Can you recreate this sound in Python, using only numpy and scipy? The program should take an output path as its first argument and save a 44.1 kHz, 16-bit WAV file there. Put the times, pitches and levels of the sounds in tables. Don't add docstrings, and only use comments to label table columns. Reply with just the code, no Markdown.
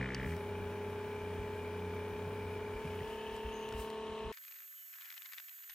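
import sys
import numpy as np
from scipy import signal
from scipy.fft import rfft, irfft, next_fast_len
from scipy.io import wavfile
from scipy.ndimage import uniform_filter1d, map_coordinates

SR = 44100
rng = np.random.default_rng(int(sys.argv[2]) if len(sys.argv) > 2 else 0)


def decibels_to_gain(level_db):
    exponent = np.asarray(level_db, float) / 20
    return 10 ** exponent


def unload_wav(signal):
    wavfile.write(
        sys.argv[1],
        SR,
        np.round(np.clip(np.atleast_2d(signal).T, -1, 1) * 32767).astype(np.int16),
    )


N = 253134
T = np.arange(N) / SR
CUT_S = 4.3195
SIDE = np.array([[.5], [-.5]])


def unit(x):
    return x / np.sqrt(np.mean(x ** 2) + 1e-20)


def along(points, hz):
    f, v = np.transpose(points)
    return np.interp(np.log(hz + 1), np.log(f + 1), v)


def curves(rows):
    s, *cols = np.transpose(rows)
    return [np.interp(T, s, c) for c in cols]


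def wobble(rate):
    return map_coordinates(rng.standard_normal(int(N * rate / SR) + 4), [T * rate])


def turns(hz):
    return 2 * np.pi * np.cumsum(hz) / SR


def ramp(s, length):
    return np.clip((T - s) / length, 0, 1)


def swells(rows):
    return sum(db * np.exp(-((T - s) / width) ** 2) for s, width, db in rows)


def filtered(x, response):
    m = next_fast_len(N + 8192)
    return irfft(rfft(x, m) * response(np.fft.rfftfreq(m, 1 / SR)), m)[..., :N]


def rush(spectrum, alike, patchy_db):
    z = signal.stft(rng.standard_normal((2, N)), nperseg=512)[2]
    field = uniform_filter1d(rng.standard_normal(z.shape[1:]), size=6, axis=0)
    field = uniform_filter1d(field, size=10, axis=1)
    pair = signal.istft(z * decibels_to_gain(patchy_db * unit(field)), nperseg=512)[1][:, :N]

    def mid_side(hz):
        turn = np.arccos(np.clip(along(alike, hz), -1, 1)) / 2
        return decibels_to_gain(along(spectrum, hz)) * [np.cos(turn), np.sin(turn)]

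    mid, side = filtered(pair, mid_side)
    return unit(np.array([mid + side, mid - side]))


def ports(x, left, lead):
    def response(hz):
        return decibels_to_gain(SIDE * along(left, hz)) * np.exp(1j * SIDE * along(lead, hz))

    return filtered(x * np.ones((2, 1)), response)


def whine(rows, rough):
    hz, db = curves(rows)
    return np.sqrt(2) * decibels_to_gain(db + rough * wobble(55)) * np.sin(turns(hz * (1 + 0.0034 * wobble(50))))


def add_at(x, start_s, sound):
    x[round(start_s * SR):][:len(sound)] += sound


# pitch_hz, likeness
NEAR_ALIKE = [(60, .98), (150, 1), (640, .97), (1400, .9), (3000, .93), (5800, .35), (7000, .35),
              (8400, .72), (10000, .97), (15000, .98)]


def near_rush(spectrum, patchy_db):
    return rush(spectrum, NEAR_ALIKE, patchy_db)


# time_s, bag_stage (0 on, 1 opening, 2 open)
OPENING = [
    (2.74, 0.027),
    (2.8, .42),
    (2.9, .15),
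    (3.0, 0.37),
    (3.07, 0.76),
    (3.55, 1.28),
    (3.85, 1.81),
    (4.3, 1.97),
]


def bag_opening():
    return curves(OPENING)[0]


# start_s, end_s
SUCKED = [
    (.22, 2.79),
    (2.82, 3.06),
]


def grip():
    take_hold_s, let_go_s = 0.0701, 0.0443
    return sum(ramp(a, take_hold_s) - ramp(b - let_go_s, let_go_s) for a, b in SUCKED)


def hand_on_switch():
    return 1 - ramp(0, .36) ** 2


def motor_shaft():
    settled_hz, spin_up_hz, spin_up_s = 420.6, 16.5, .8
    free_hz, open_hz = 11, 2.5
    hz = settled_hz - spin_up_hz * np.exp(-T / spin_up_s)
    hz = hz + free_hz * (1 - grip()) + open_hz * bag_opening()
    return turns(hz / 12 * (1 + .0005 * wobble(14)))


# shaft_order, bag_on_db, bag_opening_db, bag_open_db
ORDER_DB = [(6, -60, -56, -54.5), (7, -56, -63, -65), (8, -67, -69, -70), (10, -67, -70, -69),
            (11, -57, -53.5, -54), (12, -44.5, -46, -45.5), (13, -57.5, -61, -64), (14, -65, -63, -66),
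            (16, -68, -70, -75), (17, -70, -70, -68), (18, -63, -63, -58), (19, -76, -66, -65),
            (21, -80, -69, -70), (23, -66, -67, -75), (24, -75, -62, -62), (25, -54, -51, -52),
            (26, -65, -67, -66), (27, -65, -70, -66), (28, -74, -67, -68), (29, -64, -71, -82),
            (30, -78, -66, -57), (31, -69, -78, -67), (32, -79, -73, -68), (35, -80, -71, -69),
            (42, -71, -82, -90), (45, -71, -76, -80), (46, -73, -70, -80), (47, -76, -72, -80),
            (48, -70, -62.5, -72), (49, -78, -70, -71)]


def motor_hum(shaft):
    stage, muffle_db = bag_opening(), -6.5 * hand_on_switch()
    hum = np.zeros(N)
    for order, *state_db in ORDER_DB:
        db = np.interp(stage, [0, 1, 2], state_db) + muffle_db + 0.128 * wobble(13)
        start = (2 * np.pi * rng.random() + .15 * wobble(9)) * (abs(order - 12) > 1.5)
        start = start + .2 * (order != 12) * wobble(20)
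        hum += np.sqrt(2) * decibels_to_gain(db) * np.sin(order * shaft + start)
    return hum


# pitch_hz, level_db per Hz
RUSH_ON = [(60, -48), (100, -13.5), (240, -15), (420, -12), (560, -13), (800, -21), (1360, -19.5),
           (1620, -20.5), (2100, -24), (2370, -14.5), (2660, -27.5), (2950, -23.5), (4500, -39),
           (6000, -78)]
RUSH_OPEN = [(60, -53.5), (100, -15.5), (220, -15.5), (430, -12.5), (560, -20), (900, -18), (1340, -21),
             (1700, -19.5), (2160, -20.5), (2970, -14.5), (3600, -26), (4500, -34), (6000, -80)]
OUTLET = [(2800, -54.5), (3300, 0), (4100, 2.5), (4600, -37.5)]
# time_s, pitch_hz, level_db
SEAM = [(0, 2330, -64), (.5, 2350, -67), (1.5, 2373, -65), (2.5, 2349, -67), (2.86, 2344, -65),
        (2.95, 2370, -83)]
# time_s, pitch_hz, level_db
MOUTH = [(2.78, 2900, -83), (2.92, 3000, -68), (3.3, 3050, -64), (3.6, 2970, -62), (3.82, 3024, -63),
         (4.0, 2960, -76), (4.3, 2950, -70)]
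# time_s, pitch_hz, level_db
GAP = [(2.95, 2400, -87), (3.1, 2500, -64), (3.3, 2615, -64), (3.5, 2700, -63), (3.8, 2767, -61),
       (3.87, 2760, -87)]


def intake_air(shaft):
    stage, freed = bag_opening(), ramp(2.693, 0.48) ** 1.5
    gate = 1 + 0.12 * np.sin(shaft) + 0.14 * np.sin(2 * shaft)
    air = np.sqrt(1 - freed) * decibels_to_gain(2.0) * near_rush(RUSH_ON, patchy_db=0.5)
    air += np.sqrt(freed) * decibels_to_gain(1.0) * near_rush(RUSH_OPEN, patchy_db=0.0)
    air += np.clip(stage - 1, 0, 1) * decibels_to_gain(-11.0) * near_rush(OUTLET, patchy_db=-1.3)
    singing = whine(SEAM, rough=2.5) * wobble(110)
    singing += whine(MOUTH, rough=1.5) * wobble(240)
    singing += whine(GAP, rough=1.5) * wobble(150)
    air_db = -52 + 3.5 * hand_on_switch() - stage
    return gate * (decibels_to_gain(air_db) * air + singing)


# pitch_hz, level_db per Hz
RUMBLE = [(12, -41.5), (20, -16.5), (64, 0), (129, -9.5), (163, -15.5), (180, -7.5), (230, -33.5),
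          (400, -120)]
# time_s, half_width_s, rise_db
WITHDRAW = [
    (.22, 0.097, 6),
]


def air_rumble():
    db = -58.5 + swells(WITHDRAW) + 1.6 * wobble(20)
    return decibels_to_gain(db) * rush(RUMBLE, [(40, 0.93), (150, 0.75)], patchy_db=3.0)


# pitch_hz, level_db per Hz
HISS = [(2240, -29), (3800, -8), (5000, -1), (6180, -3.5), (7010, -5.5), (8590, -7), (9700, -4),
        (12600, -41)]
FIZZ = [(9000, -28.5), (10300, -2), (11200, 1), (12200, -8.5), (13500, -12), (14300, -10.5), (15400, -2.5),
        (15800, -7.5)]
CLOTH = [(3000, -40), (4500, -11.5), (6500, -4), (8300, 2), (10000, -5), (12000, -0.5), (13500, -6.5),
         (15500, -7.5)]
# time_s, half_width_s, rise_db
RUSTLES = [
    (.31, 0.069, 7.5),
    (2.87, .08, 4.5),
    (3.1, .15, 4),
    (3.36, .03, 5.5),
    (3.81, .06, 12),
]


def sleeve():
    rustle_db = swells(RUSTLES)
    leaking = ramp(.15, 0.066) - ramp(3.93, .04)
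    hiss_db = -68.5 + 0.54 * rustle_db + 0.26 * wobble(13)
    fizz_db = -67.5 + 0.51 * rustle_db - 8.5 * (1 - leaking) + 0.45 * wobble(15)
    cloth_db = -85 + 2.3 * rustle_db + 1.5 * wobble(120)
    air = decibels_to_gain(hiss_db) * near_rush(HISS, patchy_db=1.05)
    air += decibels_to_gain(fizz_db) * near_rush(FIZZ, patchy_db=1.5)
    return air + decibels_to_gain(cloth_db) * near_rush(CLOTH, patchy_db=1.0)


# beat_multiple, level_db
SLAP_TONES = [(1, -3.5), (2, 0), (3, -1.5), (4, -6.5), (5, -16), (6, -16.5)]
# time_s, half_width_s, rise_db
MISSES = [
    (.078, .012, -6),
    (.125, .012, -4),
    (.184, .006, -4.5),
]


def bag_slap():
    slap_hz, end_s, dies_s = 64.4, .258, .02
    after = np.clip(T - end_s, 0, 1)
    beat = 2 * np.pi * slap_hz * T + 1.65 + 0.081 * wobble(60)
    drone = -sum(decibels_to_gain(db) * np.sin(k * beat + 0.763 * k * k) for k, db in SLAP_TONES)
    drone_db = -44.5 - 7 * (after / dies_s) ** 2 + 1.5 * wobble(18)
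    smack_db = -28.5 - 17.5 * T - 147 * after
    smack_db = smack_db + swells(MISSES) + 1.2 * wobble(60)
    hits = np.clip(np.diff(np.floor(beat / (2 * np.pi)), prepend=0), 0, 1) * decibels_to_gain(smack_db)
    t = T[:SR // 50]

    def ring(hz, t60_s, start_s):
        fade = decibels_to_gain(-60 * abs(t - start_s - .001) / t60_s)
        return (t > start_s) * fade * np.sin(2 * np.pi * hz * t)

    smack = .72 * ring(1820, .009, 0)
    smack += .2 * ring(1750, .006, .0031) + .3 * ring(2280, .012, .002)
    return np.sqrt(2) * decibels_to_gain(drone_db) * drone + np.convolve(hits, smack)[:N]


# start_s, peak_db, brightness_db
TICKS = [
    (0.1464, -30.5, -15),
    (0.149, -34.5, -21),
    (0.366, -51.5, -5.5),
    (3.365, -59, 1),
    (3.689, -54, 1),
    (3.725, -57, 5),
    (3.902, -48.5, -4.5),
]


def ticks():
    x, t = np.zeros(N), T[:SR // 5]
    for s, db, bright_db in TICKS:
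        crack = decibels_to_gain(bright_db + 16.5) * uniform_filter1d(rng.standard_normal(len(t)), size=3)
        for hz, gain in [(5400, .66), (4700, .88), (2900, .82)]:
            crack += gain * np.sin(2 * np.pi * hz * t)
        add_at(x, s, decibels_to_gain(db - 60 * t / .008) * (1 - np.exp(-t / .0003)) * crack)
    return x


# flap_multiple, level_db
FLAP_TONES = [(1, -0.5), (2, -9.5), (3, -20.5)]
# time_s, half_width_s, rise_db
SURGES = [(.29, 0.032, 7), (.34, 0.034, 8), (.58, 0.14, 3), (.88, 0.042, 2.5), (1.08, 0.067, -3.5),
          (1.33, 0.14, 3), (1.85, 0.17, 4), (2.25, 0.049, 4.5), (2.45, 0.096, 3), (2.88, 0.037, 5),
          (3.0, .05, 2.5)]


def bag_flutter():
    held, surge_db = grip(), swells(SURGES)
    hz = (94.46 - 0.8 * surge_db) * (1 - .4 * (1 - held))
    db = -49 + surge_db
    flap = turns(hz * (1 + .025 * wobble(21.9)))
    soft = np.zeros(N)
    for k, level_db in FLAP_TONES:
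        richer_db = 0.79 * (k - 1) * np.clip(db + 47.0, -5, 9)
        soft += decibels_to_gain(level_db + 0.41 * wobble(17) + richer_db) * np.sin(k * flap + k)
    return np.sqrt(2) * held * decibels_to_gain(db) * soft


# start_s, peak_db, pitch_hz, t60_s
TAPS = [
    (0.282, -42, 1800, .012),
    (.3085, -36, 2380, .012),
    (0.326, -36, 1900, 0.011),
    (.337, -35, 2100, .01),
    (.365, -58, 14500, .03),
    (2.83, -42, 2350, .015),
    (2.853, -41, 2300, .015),
    (3.006, -39, 1900, .015),
    (3.724, -37, 1400, .012),
]


def rim_taps():
    x, t = np.zeros(N), T[:SR // 5]
    for s, db, hz, t60 in TAPS:
        add_at(x, s, decibels_to_gain(db - 60 * t / t60) * (1 - np.exp(-t / 0.00046)) * np.sin(2 * np.pi * hz * t))
    return x


# start_s, peak_db, pitch_hz, t60_s
BUMPS = [
    (1.39, -43.5, 58.7, 0.12),
    (2.27, -39, 150.2, 0.059),
    (2.75, -45, 49.8, 0.11),
    (2.849, -29, 153, 0.03),
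    (3.01, -40.5, 137, 0.065),
    (3.32, -50, 55, 0.11),
    (3.445, -42.5, 59.5, 0.19),
    (3.712, -54, 109.7, 0.2),
    (3.745, -41, 62, 0.12),
    (3.787, -40.5, 58.3, 0.12),
]


def ground_bumps():
    x, t = np.zeros(N), T[:SR // 5]
    for s, db, hz, t60 in BUMPS:
        add_at(x, s, decibels_to_gain(db + 12.5 - 60 * t / t60) * (1 - np.exp(-t / 0.012)) * np.sin(2 * np.pi * hz * t))
    return x


# time_s, pitch_hz, level_db
SQUEAL = [(3.44, 6270, -91.5), (3.56, 6440, -67), (3.67, 6330, -69.5), (3.73, 6370, -90)]


def fold_squeal():
    return whine(SQUEAL, rough=1.7) * wobble(800)


# pitch_hz, level_db
NEAR_LEFT = [(60, .5), (380, 0), (700, 2), (1290, 2.5), (2380, .5), (4400, 2.5), (7000, 3), (8000, 0)]
# pitch_hz, phase_rad
NEAR_LEAD = [(60, 0), (420, .06), (900, .15), (1810, -.25), (2760, 1), (5000, .5), (7300, 1.2), (8450, 0)]


def close_shot():
    shaft = motor_shaft()
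    pump = motor_hum(shaft) + intake_air(shaft) + air_rumble() + sleeve()
    hands = ticks() + rim_taps() + ground_bumps() + fold_squeal()
    close = ports(pump + bag_slap() + bag_flutter() + hands, NEAR_LEFT, NEAR_LEAD)
    lag_s, from_hz, top_hz = .000284, 8450, 15800

    def late_treble(hz):
        return np.exp(-2j * np.pi * lag_s * np.clip(hz - from_hz, 0, None) * SIDE) * (hz < top_hz)

    return filtered(close, late_treble)


# time_s, pitch_hz
WHISTLE = [(4.35, 13392), (4.47, 13394), (4.51, 13360), (4.7, 13389), (4.95, 13416), (5.25, 13402),
           (5.4, 13406), (5.6855, 13450), (5.689, 13120)]
# shaft_order, level_db, left_minus_right_db
FAR_ORDERS = [(6, -12, 3.5), (7, -16.5, 6), (8, -20.5, 6), (8.75, -24, 3.5), (9, -31, -1), (10, -21, -0.5),
              (10.25, -28.5, -4.5), (11, -9, 4.5), (11.25, -35, -0.5), (12, 2, -4), (13, -10, -8),
              (13.75, -40.5, -1), (14, -35, -1.5)]


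def far_whistle():
    shaft = turns(curves(WHISTLE)[0] / 12 * (1 + .0002 * wobble(40)))
    db = -56.5 - 9.5 * np.exp(-abs(T - CUT_S) / 0.038)
    whistle = np.zeros((2, N))
    for k, level_db, left_db in FAR_ORDERS:
        gain = decibels_to_gain(level_db + SIDE * left_db + 0.29 * wobble(150))
        whistle += gain * np.sin(k * shaft - SIDE + .06 * wobble(120))
    return np.sqrt(2) * decibels_to_gain(db) * whistle


# pitch_hz, likeness
FAR_ALIKE = [(300, .3), (640, 0.58), (1410, .55), (3100, 0.87), (6820, 0.83), (15000, 0.55)]


def far_rush(spectrum, patchy_db):
    return rush(spectrum, FAR_ALIKE, patchy_db)


# pitch_hz, level_db per Hz
WOODS = [(250, -88), (400, -45.5), (900, -17), (1670, -3.5), (2500, -8.5), (4000, -19), (7000, -24),
         (12000, -44)]
FAR_AIR = [(1500, -35.5), (3000, -3), (6000, -11), (9000, -7), (11900, -6), (13000, -14), (15700, -15.5),
           (15900, -83)]
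# time_s, half_width_s, rise_db
WALKS = [
    (4.54, .08, 5),
    (5.02, .13, 9),
    (5.33, 0.14, 7),
    (5.7, 0.14, 3),
]


def forest_hush():
    woods_db = -72.5 + swells(WALKS) + 4 * wobble(300)
    hush = decibels_to_gain(woods_db) * far_rush(WOODS, patchy_db=.6)
    return hush + decibels_to_gain(-69.5 + .7 * wobble(33)) * far_rush(FAR_AIR, patchy_db=1.5)


# pitch_hz, level_db per Hz
LEAVES = [(240, -69), (400, -35), (913, -10.5), (1890, 3.5), (3500, -4), (6000, -11.5), (9000, -17),
          (12500, -26.5), (15600, -45.5)]
# toe_s, heel_db, toe_db, length_ms
STEPS = [(4.3264, -75, -47.5, 5), (4.3413, -75, -51, 8.8), (4.3838, -44, -50.5, 3.7),
         (4.4382, -63, -54, 2.9), (4.4512, -72, -54, 3.1), (4.4823, -70, -53, 7.3), (4.5236, -54, -50.5, 3),
         (4.5717, -55.5, -62.5, 5.2), (4.5884, -70, -55.5, 4), (4.633, -61, -54.5, 2.5),
         (4.727, -70, -56, 2), (4.94, -56, -45, 3.1), (5.0212, -47.5, -50, 3.7), (5.058, -51, -50.5, 4.2),
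         (5.1145, -45, -58, 4.1), (5.126, -70, -48, 2.7), (5.1429, -70, -46.5, 3.3), (5.179, -52, -45, 5.2),
         (5.2311, -48, -54, 3), (5.26, -68, -43.5, 4.7), (5.335, -50, -43, 3.4), (5.3833, -61.5, -43, 6.3),
         (5.4015, -71, -45, 4.2), (5.495, -51.5, -54, 4.3), (5.59, -69, -56.5, 5.7),
         (5.642, -70.5, -54.5, 4.6), (5.7, -58, -43, 3.1), (5.7185, -66, -55.5, 3.5),
         (5.7333, -61, -49.5, 3.8)]
# time_s, peak_db, length_ms
SCUFFS = [(4.347, -56, 1.7), (4.425, -56, 2.5), (4.468, -60, 4), (4.511, -53, 3), (4.544, -58, 4),
          (4.554, -62, 3), (4.605, -54.5, 3.3), (4.622, -60, 4), (4.641, -59, 3), (4.677, -62, 5),
          (4.866, -58.5, 3), (4.931, -59.5, 2), (4.962, -60.5, 3), (4.9858, -57, 2), (4.999, -60, 2),
          (5.028, -55, 3.7), (5.065, -55, 3.2), (5.083, -55, 3), (5.091, -55, 3.2), (5.25, -58, 3),
          (5.29, -56, 5), (5.32, -54, 4), (5.343, -50, 2.8), (5.368, -61, 1.8), (5.423, -63, 4),
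          (5.444, -55, 4), (5.467, -60, 2), (5.528, -57, 4), (5.548, -60, 3), (5.567, -59, 2),
          (5.625, -59, 2.5), (5.636, -55, 3), (5.6775, -52, 1.5), (5.696, -51, 2.2), (5.708, -50, 3)]


def leaf_steps():
    heel_early_s, snap_db = .01, -5
    heels = [(s - heel_early_s, db, ms) for s, db, _, ms in STEPS]
    toes = [(s, db, ms) for s, _, db, ms in STEPS]
    crunch = np.zeros(N)
    for s, peak_db, ms in heels + toes + SCUFFS:
        near = slice(round((s - .02) * SR), round((s + .04) * SR))
        width_s = 0.00079 * max(ms - .6, 1)
        crunch[near] += decibels_to_gain(peak_db - 2.5) * np.exp(-abs((T[near] - s) / width_s) ** 1.2)
    leaves = far_rush(LEAVES, patchy_db=.7)
    leaves /= np.sqrt(abs(uniform_filter1d(leaves.mean(0) ** 2, size=150)) + .05)
    snaps = np.bincount([round(s * SR) for s, *_ in toes], [decibels_to_gain(db + snap_db) for _, db, _ in toes], N)
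    snaps = filtered(snaps, lambda hz: decibels_to_gain(along(LEAVES, hz)))
    snaps *= decibels_to_gain(snap_db + max(db for _, db, _ in toes)) / abs(snaps).max()
    steps = snaps + crunch * decibels_to_gain(3.16 * wobble(700) - 1.5) * leaves
    return filtered(steps, lambda hz: 1 / (1 + (750 / (hz + 1)) ** 4))


# time_s, pitch_hz, level_db
GLIDE = [(4.6, 5600, -95), (4.8, 5620, -81), (4.86, 5480, -81), (4.93, 5360, -80), (4.98, 5600, -81),
         (5.48, 5500, -81), (5.52, 5200, -81), (5.58, 4500, -82), (5.62, 4400, -100)]


def passing_drone():
    return whine(GLIDE, rough=1.2)


# time_s, pitch_hz, level_db
CALL = [(4.73, 3000, -100), (4.755, 3010, -76), (4.78, 3030, -66), (4.82, 2990, -70), (4.835, 2970, -67),
        (4.86, 2960, -76), (4.9, 2990, -95)]


def far_horn():
    return decibels_to_gain(-1) * whine(CALL, rough=1.2)


# pitch_hz, level_db
FAR_LEFT = [(380, 3), (700, 2), (1290, 6), (4400, 8), (8120, 6.5), (15000, -3.5)]
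# pitch_hz, phase_rad
FAR_LEAD = [(300, 0.27), (2300, 0.6), (5500, 0.3), (9000, 0.16), (15000, -.7)]


def time_lapse():
    whistle = far_whistle()
    ground = forest_hush() + leaf_steps() + passing_drone() + far_horn()
    return whistle + ports(ground, FAR_LEFT, FAR_LEAD)


def scene():
    close = close_shot() * np.clip((CUT_S - T) / 0.0012, 0, 1)
    return close + time_lapse() * ramp(CUT_S, 0.0045)


def roll_off(x):
    return signal.sosfilt(signal.butter(12, 16780, fs=SR, output="sos"), x)


def record(dry):
    return roll_off(dry)


dry = scene()
out = record(dry)
unload_wav(out)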